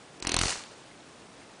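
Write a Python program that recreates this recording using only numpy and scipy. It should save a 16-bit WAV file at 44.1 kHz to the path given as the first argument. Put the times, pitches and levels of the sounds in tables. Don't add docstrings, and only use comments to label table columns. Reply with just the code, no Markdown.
import sys
import numpy as np
from scipy import signal
from scipy.fft import rfft, irfft
from scipy.io import wavfile
from scipy.ndimage import uniform_filter1d, minimum_filter1d

SR = 44100
rng = np.random.default_rng(int(sys.argv[2]) if len(sys.argv) > 2 else 0)


def persist_wave(psi):
    counts = np.round(np.clip(psi, -1, 1) * 32767).astype(np.int16)
    wavfile.write(sys.argv[1], SR, np.atleast_2d(counts).T)


def ratio(d):
    e = np.asarray(d, float) / 20
    return 10 ** e


N = 70560
T = np.arange(N) / SR

# t/s, clap level/dB, air push level/dB, body thud level/dB, scrape level/dB
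WING_BEATS = [(0.2008, -36.5, -66, -37, -46), (.2250, -17.5, -39.5, -33, -36),
              (0.2491, -55, -36, -29, -43.5), (0.2707, -9, -28, -21, -24.5), (0.2931, -11, -36, -23, -28),
              (0.318, -11.5, -39, -20, -28.5), (0.3426, -6.5, -27, -26, -25.5),
              (0.3657, -8, -23, -29.5, -25), (0.3893, -9, -23.5, -41.5, -25.5),
              (0.4133, -12, -21.5, -31, -26.5), (0.4357, -13.5, -23.5, -33, -27),
              (0.4573, -13.5, -23, -34, -53), (0.4819, -16, -57, -35, -30), (0.5056, -13.5, -58, -49, -40)]
# t/s, level/dB, f/Hz
MEMBRANE_SNAPS = [(0.2489, -23.5, 1100), (0.2502, -17.5, 2000), (0.2722, -15, 4440), (0.2844, -24.5, 970),
                  (0.3197, -9.5, 4500), (.3463, -30, 3210), (0.3685, -14.5, 1076), (0.3765, -19, 4600),
                  (0.392, -16, 2800), (0.409, -21, 5000), (0.4142, -9.5, 2950), (.4325, -14, 6000),
                  (0.4359, -14.5, 1400), (.4548, -16, 5500), (0.4704, -14.5, 2500), (0.4817, -14.5, 3670),
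                  (0.495, -19, 6400), (0.5181, -20.5, 2000), (0.5244, -18.5, 1800), (0.5292, -22, 2500),
                  (0.557, -23.5, 1500), (.5820, -34.5, 1500), (0.607, -29.5, 1100), (0.6379, -25.5, 3580),
                  (0.7184, -38.5, 500)]
# t/s, level/dB, brightness/1 (0 dull to 1 bright)
RUSTLE_COURSE = [
    (.18, -78, .2),
    (.23, -47.5, 0.6),
    (.3, -37.5, 0.2),
    (.39, -36.5, 0.32),
    (0.441, -34, 0.81),
    (.5, -33, 0.91),
    (.56, -43, 1),
    (0.641, -55, 0.64),
    (0.741, -58, 0.27),
]
# f/Hz, bandwidth/Hz, level/dB
CLAP_MODES = [(1100, 407, -11), (2800, 760, -4.5), (4246, 860, 1), (6000, 775, -4), (8560, 2700, -2.5)]
# f/Hz, spectral level/dB
MEMBRANE_SPECTRUM = [(120, -28), (220, -0.5), (900, -1.5), (1700, -5), (3300, -4), (4300, -2.5), (5800, -2),
                     (10000, -4.5), (13000, -56)]
# f/Hz, spectral level/dB
HISS_SPECTRUM = [(12, -54), (20, -22.5), (141, -2.5), (243, -1.5), (323, -1.5), (938, -6.5), (2160, -12.5),
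                 (2590, -12.5), (10000, -21), (13000, -86), (22000, -120)]
# f/Hz, spectral level/dB
WAKE_SPECTRUM = [(15, -1), (60, 3), (180, -2), (400, -33), (1000, -53)]
# t/s, level/dB, f/Hz, bandwidth/Hz
CLAW_TICKS = [
    (.9135, -42, 2100, 110),
    (1.005, -42, 3600, 500),
    (1.417, -44.5, 2130, 110),
]

HISS_DB = -51.5
GRAINS_PER_S, GRAIN_DB, GRAIN_SHARE = 3000, 4, 0.56
GRAIN_LOW_HZ, GRAIN_HIGH_HZ, GRAIN_DAMPING = 714, 9400, 0.38
DULL_HZ, DULL_DB_PER_OCT = 4500, -22.5
UPSTROKE, UPSTROKE_DB, UPSTROKE_S = 0.486, 2.5, 0.0016
WAKE_DB, WAKE_SHARE = -50.5, 0.9
PUSH_RISE_S, PUSH_FALL_S, SUCK_S, SUCK = 0.0007, 0.0023, 0.0038, 0.3
SCRAPE_LEAD_S, SCRAPE_RISE_S, SCRAPE_HOLD_S, SCRAPE_FALL_S = 0.0024, 0.0025, 0.0038, 0.002
CLAP_SPREAD_DB, THUD_HZ, THUD_WIDTH_HZ = 2.2, 368, 92
SOFT_CYCLES = 0.43
SNAP_DAMPING, SNAP_EDGE = 0.36, 0.73
WING_LOW_HZ = 164
ROOM_DB, ROOM_T60_S = -10.5, 0.53
BASS_CUT_HZ, EDGE_HZ = 13.3, 10150
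STARVE_FROM_HZ, STARVE_DB, STARVE_DB_PER_KHZ = 3500, -20.5, -0.13
STARVE_CHANCE_DB, STARVED_DB = 5.5, -35
BLOCK, BAND_BINS, REACH_BLOCKS = 256, 6, 13


def evened(x):
    return x / np.sqrt(np.mean(x ** 2) + 1e-20)


def coloured(x, points):
    f, db = np.transpose(points)
    gain_db = np.interp(np.log(np.fft.rfftfreq(N, 1 / SR) + 1), np.log(f), db)
    return irfft(rfft(x) * ratio(gain_db), N)


def ring(s, hz, width):
    t = np.maximum(T - s, 0)
    onset = 1 - np.exp(-t * hz / SOFT_CYCLES)
    return -np.sin(2 * np.pi * hz * t) * np.exp(-np.pi * width * t) * onset


def bump(s, rise, fall):
    t = np.maximum(T - s, 0)
    pulse = (1 - np.exp(-t / rise)) ** 2 * np.exp(-t / fall)
    return pulse / pulse.max()


def hiss():
    slow = uniform_filter1d(uniform_filter1d(rng.standard_normal(N), size=3000), size=3000)
    return ratio(HISS_DB + 0.5 * evened(slow)) * evened(coloured(rng.standard_normal(N), HISS_SPECTRUM))


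def crackle():
    size = ratio(GRAIN_DB * np.minimum(rng.exponential(1, N), 3.0)) * rng.choice([-1., 1.], N)
    size = size * (rng.random(N) < GRAINS_PER_S / SR)
    kind = rng.integers(0, 12, size=N)
    grains = np.zeros(N)
    for k, hz in enumerate(np.linspace(GRAIN_LOW_HZ, GRAIN_HIGH_HZ, num=12)):
        grain = hz ** 0.86 * ring(0, hz, GRAIN_DAMPING * hz)[:400]
        grains += signal.oaconvolve(size * (kind == k), grain)[:N]
    mix = GRAIN_SHARE * evened(grains) + (1 - GRAIN_SHARE) * rng.standard_normal(N)
    return evened(coloured(mix, MEMBRANE_SPECTRUM))


def rustle():
    s, db, bright = np.transpose(RUSTLE_COURSE)
    beats = np.array(WING_BEATS)[:, 0]
    upstrokes = beats[:-1] + UPSTROKE * np.diff(beats)
    swell = sum(np.exp(-((T - u) / UPSTROKE_S) ** 2) for u in upstrokes)
    sharp = crackle()
    dull = coloured(sharp, [(20, 0), (DULL_HZ, 0), (4 * DULL_HZ, 2 * DULL_DB_PER_OCT)])
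    share = np.interp(T, s, bright)
    level_db = np.interp(T, s, db, -120, -120) + UPSTROKE_DB * swell
    return ratio(level_db) * (share * sharp + (1 - share) * dull)


def wake():
    s, db, _ = np.transpose(RUSTLE_COURSE)
    swing_db = np.interp(T, s, db - db.max(), -120, -120)
    return ratio(WAKE_DB + WAKE_SHARE * swing_db) * evened(coloured(rng.standard_normal(N), WAKE_SPECTRUM))


def pushes():
    out = np.zeros(N)
    for s, _, push_db, _, _ in WING_BEATS:
        suction = SUCK * np.exp(-((T - s + SUCK_S / 2) / SUCK_S) ** 2)
        out += ratio(push_db) * (bump(s, PUSH_RISE_S, PUSH_FALL_S) - suction)
    return out


def scrapes():
    envelope = np.zeros(N)
    for s, _, _, _, scrape_db in WING_BEATS:
        t = T - (s - SCRAPE_LEAD_S)
        rise = np.clip(t / SCRAPE_RISE_S, 0, 1) ** 2
        fall = np.exp(-np.maximum(t - SCRAPE_RISE_S - SCRAPE_HOLD_S, 0) / SCRAPE_FALL_S)
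        envelope += ratio(scrape_db) * rise * fall
    return envelope * crackle()


def claps():
    out = np.zeros(N)
    for s, clap_db, _, thud_db, _ in WING_BEATS:
        spread = rng.standard_normal(len(CLAP_MODES))
        hit = np.zeros(N)
        for (hz, width, db), u in zip(CLAP_MODES, spread):
            hit += ratio(db + CLAP_SPREAD_DB * u) * ring(s, hz * (1 + 0.028 * u), width)
        out += ratio(clap_db) * hit / abs(hit).max()
        out += ratio(thud_db) * ring(s, THUD_HZ * (1 + 0.18 * spread[0]), THUD_WIDTH_HZ)
    return out


def snaps():
    out = np.zeros(N)
    for s, db, hz in MEMBRANE_SNAPS:
        pop = ring(s, hz, SNAP_DAMPING * hz) + SNAP_EDGE * ring(s, 6200, 2400)
        out += ratio(db + 3.5) * pop
    return out


def ticks():
    return sum(ratio(db) * ring(s, hz, width) for s, db, hz, width in CLAW_TICKS)


def room(x):
    taps = np.zeros(SR // 2)
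    at = np.arange(300, len(taps) - 22, 22)
    taps[at + rng.integers(0, 22, len(at))] = rng.choice([-1., 1.], len(at))
    taps = signal.lfilter([0.5], [1, -0.45], taps) * ratio(-60 * T[:len(taps)] / ROOM_T60_S)
    return signal.fftconvolve(x, taps / np.linalg.norm(taps))[:N]


def scene():
    high_pass = signal.butter(2, WING_LOW_HZ, "high", fs=SR, output="sos")
    wings = signal.sosfilt(high_pass, claps() + scrapes() + snaps() + ticks() + rustle())
    return (wings + ratio(ROOM_DB) * room(wings) + pushes() + hiss() + wake())[None]


def starve(x):
    hz, _, z = signal.stft(x, SR, window="cosine", nperseg=BLOCK)
    treble = hz > STARVE_FROM_HZ
    band = np.arange(len(hz)) // BAND_BINS
    power = np.add.reduceat(abs(z) ** 2, np.arange(0, len(hz), BAND_BINS))
    power_db = 10 * np.log10(power + 1e-14)
    treble_db = 10 * np.log10((abs(z[treble]) ** 2).sum(0) + 1e-14)
    loud_db = -minimum_filter1d(-treble_db, size=REACH_BLOCKS)
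    luck = np.repeat(rng.standard_normal(power_db.shape), 2, axis=1)[:, :z.shape[1]]
    margin_db = (power_db + STARVE_CHANCE_DB * luck)[band] - loud_db - STARVE_DB
    band_hz = band[:, None] * BAND_BINS * hz[1]
    margin_db -= STARVE_DB_PER_KHZ * (band_hz - STARVE_FROM_HZ) / 1000
    gone = np.clip(-margin_db, 0, 1) * treble[:, None]
    return signal.istft(z * ratio(STARVED_DB * gone), SR, window="cosine", nperseg=BLOCK)[1][:N]


def roll_off(x):
    return signal.sosfilt(signal.butter(12, 11340, fs=SR, output="sos"), x)


def record(dry):
    x = signal.sosfilt(signal.butter(1, BASS_CUT_HZ, "high", fs=SR, output="sos"), dry)
    low_pass = signal.firwin(255, EDGE_HZ, window=("kaiser", 7), fs=SR)
    x = signal.oaconvolve(x, low_pass[None], "same")
    mix = starve(x[0])[None]
    return roll_off(mix)


dry = scene()
out = record(dry)
persist_wave(out)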